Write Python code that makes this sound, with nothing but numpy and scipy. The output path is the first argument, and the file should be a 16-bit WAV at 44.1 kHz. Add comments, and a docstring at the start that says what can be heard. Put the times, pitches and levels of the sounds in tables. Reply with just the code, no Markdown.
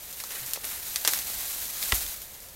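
"""A dry limb tears off a tree in a grove, heard in mono with light wind on the microphone.
First fibres splinter and the limb sags with a soft bump; about one second in, the wood snaps in a few
sharp cracks that scatter off trunks and leaves, near and far. The leafy crown sweeps down through the
foliage. Just before two seconds the limb lands with a woody knock and a ground thud, and the leaves settle."""
import sys
import numpy as np
from scipy import signal
from scipy.fft import rfft, irfft
from scipy.io import wavfile

SR = 44100
rng = np.random.default_rng(int(sys.argv[2]) if len(sys.argv) > 2 else 0)


def pcm_store(signal):
    """Save signal as 16-bit PCM."""
    levels = np.round(np.clip(np.atleast_2d(signal), -1, 1) * 32767)
    wavfile.write(sys.argv[1], SR, levels.astype(np.int16).T)


N = 112454


def undb(db):
    """Decibels to gain."""
    return 10 ** (np.asarray(db) / 20)


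def unit_rms(x):
    """Scale to an rms of one."""
    return x / np.sqrt(np.mean(x ** 2) + 1e-20)


def unit_energy(x):
    """Scale to a total energy of one."""
    return x / np.sqrt(np.sum(x ** 2) + 1e-20)


def curve(points):
    """Gain over time from (s, dB) points."""
    return undb(np.interp(np.arange(N) / SR, *np.array(points).T))


def colour(x, points, size=8192):
    """Minimum-phase filter through (Hz, dB) points."""
    hz, db = np.array(points).T
    grid_hz = np.maximum(np.arange(size // 2 + 1) * SR / size, 1)
    gain = undb(np.interp(np.log(grid_hz), np.log(hz), db))
    cepstrum = irfft(np.log(gain))
    cepstrum[1:size // 2] *= 2
    cepstrum[size // 2 + 1:] = 0
    impulse_response = irfft(np.exp(rfft(cepstrum)))
    return signal.fftconvolve(x, impulse_response)[:len(x)]


def band(x, low_hz, high_hz):
    """Gentle band-pass."""
    edges = np.minimum([low_hz, high_hz], .45 * SR)
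    x = signal.lfilter(*signal.butter(2, edges[0], "high", fs=SR), x)
    return signal.lfilter(*signal.butter(2, edges[1], fs=SR), x)


def add(out, start_s, sound):
    """Mix a sound in at a time."""
    i = int(start_s * SR)
    out[i:i + len(sound)] += sound[:N - i]


def wander(per_s):
    """Random drift with a spread of about one."""
    steps = rng.standard_normal(2048)
    return np.interp(np.arange(N) / SR * per_s, np.arange(len(steps)), steps)


def ticks(per_s, spread_db):
    """Random tiny clicks, most weak and a few strong."""
    size = undb(spread_db * np.minimum(rng.exponential(size=N), 5))
    return (rng.random(N) < per_s / SR) * size * np.sign(rng.standard_normal(N))


def fractures(t, peak_s):
    """A quick swell and collapse of tiny fractures."""
    return unit_energy(rng.standard_normal(len(t)) * t * np.exp(-t / peak_s))


def ring(modes, t):
    """Decaying modes after a blow."""
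    return sum(undb(db) * np.sin(2 * np.pi * hz * t) * np.exp(-np.log(1000) * t / t60)
               for hz, db, t60 in modes)


# Wind at the microphone. Each row: time in seconds, level in dB.
WIND_LEVEL = [(0, -60.5), (.45, -59.5), (.68, -56), (.9, -59), (1.2, -54), (1.46, -52.5), (1.5, -59),
              (1.88, -55.5), (2.04, -48), (2.15, -57.5), (2.55, -60)]
# Tone of the wind and of the grove's air. Each row: frequency in Hz, gain in dB.
WIND_TONE = [(12, -4), (28, -1), (50, 2), (80, -0.5), (130, -19), (300, -25), (1000, -59)]
AIR_TONE = [(40, -3.5), (170, -1.5), (300, -8), (540, -0.5), (1000, -9.5), (2000, -7.5), (8000, -19.5)]


def breeze(air_db=-54):
    """Low buffeting right on the microphone, over the faint air of the grove."""
    rumble = unit_rms(colour(rng.standard_normal(N), WIND_TONE))
    buffet = rumble * curve(WIND_LEVEL) * undb(2.1 * wander(per_s=14))
    air = unit_rms(colour(rng.standard_normal(N), AIR_TONE))
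    return buffet + undb(air_db) * air


NEAR_DECAY_S, FAR_DECAY_S, FAR_DB = 0.013, 0.017, -14.5


def grove_echo(t):
    """Dense reflections reach the microphone from trunks and leaves, near and far."""
    decay = np.exp(-t / NEAR_DECAY_S) + undb(FAR_DB) * np.exp(-t / FAR_DECAY_S)
    return unit_energy(rng.standard_normal(len(t)) * decay)


def near_scatter(clicks):
    """Each click comes from another spot in the grove and gets its own short noisy tail."""
    pole = np.exp(-2 / (NEAR_DECAY_S * SR))
    tail_power = signal.lfilter([1 - pole], [1, -pole], clicks ** 2)
    return rng.standard_normal(N) * np.sqrt(tail_power)


# The crown as it sweeps, lands and settles. Each row: time in seconds, level in dB.
CROWN_LEVEL = [(0, -40.5), (.16, -40.5), (.34, -36), (.56, -38), (.605, -42.5), (.67, -32), (.80, -36.5),
               (.93, -33), (1.01, -35.5), (1.13, -28.5), (1.26, -33), (1.40, -31), (1.60, -32), (1.65, -33),
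               (1.812, -33.5), (1.835, -27.5), (1.905, -31), (1.96, -27), (2.08, -34), (2.28, -43),
               (2.55, -47.5)]
# Tone of dry leaves. Each row: frequency in Hz, gain in dB.
LEAF_TONE = [(100, -18), (250, -12.5), (420, -15), (700, -9.5), (1200, -11), (2000, -7.5), (2900, -8.5),
             (4000, -4), (5200, -6.5), (6300, -3.5), (9300, -4), (11500, -2.5), (12700, 0), (13700, 1.5),
             (14600, -6), (15800, -4)]


def leaves(flutter_db=1.05):
    """Thousands of dry leaves tick against each other, blurred by the foliage around them."""
    contacts = ticks(per_s=7000, spread_db=2.5)
    rustle = unit_rms(colour(contacts + undb(-0.5) * near_scatter(contacts), LEAF_TONE))
    return rustle * curve(CROWN_LEVEL) * undb(flutter_db * wander(per_s=70))


# The sagging limb's low mode. Each row: frequency in Hz, level in dB, seconds to fall 60 dB.
SAG_MODE = [(124, -39.5, 0.22)]


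def sag(start_s=.412, rise_s=0.017):
    """A soft low bump as the limb gives way."""
    age = np.maximum(np.arange(N) / SR - start_s, 0)
    return ring(SAG_MODE, age) * (1 - np.exp(-age / rise_s))


# Splintering up in the tree. Each row: start in seconds, decay in seconds, level in dB.
SPLINTER_RUNS = [(0.169, .06, -47), (.305, 0.067, -39), (.35, 0.029, -38.5), (.422, 0.014, -40.5),
                 (.468, 0.11, -45), (.555, 0.011, -56), (.632, 0.067, -38.5), (.71, 0.058, -42),
                 (1.15, 0.054, -39)]
# Tone of tearing fibres. Each row: frequency in Hz, gain in dB.
SPLINTER_TONE = [(100, -3.5), (450, -1), (800, -2), (1900, 5), (3000, 2.5), (6000, -7), (11000, 4),
                 (16000, -14)]


def splintering(rise_s=0.0043):
    """The limb bends and small fibres break in runs that swell quickly and die away."""
    t, envelope = np.arange(N) / SR, 0
    for start, decay_s, db in SPLINTER_RUNS:
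        age = np.maximum(t - start, 0)
        envelope += undb(db) * np.minimum(age / rise_s, 1) * np.exp(-age / decay_s)
    breaks = ticks(per_s=1600, spread_db=3.5)
    return envelope * unit_rms(colour(breaks + undb(1.5) * near_scatter(breaks), SPLINTER_TONE))


# Blows on the limb. Each row: start in seconds, strength in dB, centre of the contact in Hz.
LIMB_BLOWS = [(.2386, -15.5, 1450), (.5600, -19, 950), (.5742, -15, 755), (1.9198, -9.5, 1990),
              (1.9224, 4, 3000), (1.9227, -3.5, 905), (1.9257, -0.5, 2020)]
# Modes of the limb. Each row: frequency in Hz, relative level in dB, seconds to fall 60 dB.
LIMB_MODES = [(575, -5, 0.029), (930, -7.5, 0.033), (1110, -1, 0.019), (1314, 2.5, 0.015),
              (1800, -11, 0.029), (1970, 3, 0.013), (2320, -2, 0.0094), (2900, 8, 0.0043), (3580, 1, .006)]
# Modes of the grove floor. Each row: frequency in Hz, level in dB, seconds to fall 60 dB.
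GROUND_MODES = [(55.7, -21, 0.17), (73.5, -17.5, 0.082), (104, -26, .045), (245, -20, .035),
                (390, -14.5, 0.022)]


def knocks_and_thud(band_ratio=1.09, thud_start_s=1.926, thud_rise_s=0.0072):
    """Bark crushes and the limb rings as it shifts and lands; the earth thuds under its weight."""
    out, t = np.zeros(N), np.arange(SR // 2) / SR
    for start, db, hz in LIMB_BLOWS:
        contact = unit_energy((t == 0) + undb(2.5) * fractures(t, peak_s=0.00022))
        push = band(contact + undb(-13) * grove_echo(t), hz / band_ratio, hz * band_ratio)
        knock = signal.fftconvolve(push, ring(LIMB_MODES, t))[:len(t)]
        add(out, start, undb(db) * unit_energy(knock))
    thud = -ring(GROUND_MODES, t) * (1 - np.exp(-t / thud_rise_s))
    add(out, thud_start_s, thud)
    return out


# Wood and twigs snapping. Each row: start in seconds, direct strength in dB, lower and upper band edge
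# in Hz, echo in dB relative to the direct sound.
WOOD_SNAPS = [(0.127, -15.5, 5000, 14000, 0), (0.2011, -13, 1300, 14000, 4.5),
              (0.238, -11.5, 4000, 11000, -1.5), (.3066, -14.5, 800, 7000, -5),
              (0.3197, -17, 2500, 14000, -1), (0.4617, -16.5, 5000, 14000, 7.5),
              (0.5103, -15, 1700, 12000, -17), (0.5344, -1, 4000, 18000, -2), (0.559, -14, 2000, 6500, 1),
              (0.6435, -14, 500, 9000, -0.5), (0.6508, -9.5, 9700, 13200, -0.5),
              (0.9594, 0.5, 1700, 10000, -2.5), (1.0494, 0, 600, 8400, 0.5),
              (1.0759, 7.5, 700, 11700, -1.5), (1.135, 1, 890, 16000, -3), (1.189, -8, 1290, 11000, -3),
              (1.2178, -13, 2500, 11000, -1), (1.8277, -6.5, 2230, 7500, -4),
              (1.8915, -15, 9000, 15000, -3), (1.9221, -1, 2500, 10200, -3.5),
              (1.9453, -6.5, 8000, 15000, 5.5), (2.0650, -12.5, 2500, 9000, -9),
              (2.2183, -16, 4000, 14000, -8), (2.2367, -22, 4000, 14000, -7), (2.4034, -23, 4000, 14000, 0),
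              (2.4862, -22, 5000, 14000, -1)]
# Tone of breaking wood. Each row: frequency in Hz, gain in dB.
WOOD_TONE = [(100, 10), (350, 7), (600, 0.5), (1050, 0.5), (1400, -0.5), (1950, 1.5), (3100, 0), (5000, 2),
             (7800, 0.5), (9500, 0.5), (13500, 4), (16000, -11)]


def snaps(fibres_db=9.5):
    """One sharp break reaches the microphone first, then failing fibres and the grove's echo."""
    out, t = np.zeros(N), np.arange(SR // 4) / SR
    for start, db, low_hz, high_hz, echo_db in WOOD_SNAPS:
        direct = unit_energy((t == 0) + undb(fibres_db) * fractures(t, peak_s=0.00043))
        echo = undb(echo_db) * grove_echo(t)
        crack = band(colour(direct + echo, WOOD_TONE), low_hz, high_hz)
        gain = undb(db) * np.hypot(1, undb(echo_db))  # the echo adds its energy
        add(out, start, gain * unit_energy(crack))
    return out


def scene():
    """The grove from one microphone position, alike in both channels."""
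    mono = snaps() + splintering() + sag() + leaves() + knocks_and_thud() + breeze()
    return np.array([mono, mono])


def record(dry):
    """The recorder rounds the loudest peaks and cuts the top."""
    headroom, top_hz = 1.5, 15750
    rounded = headroom * np.tanh(dry / headroom)
    return signal.sosfilt(signal.ellip(10, .2, 80, top_hz, fs=SR, output="sos"), rounded)


dry = scene()
out = record(dry)
pcm_store(out)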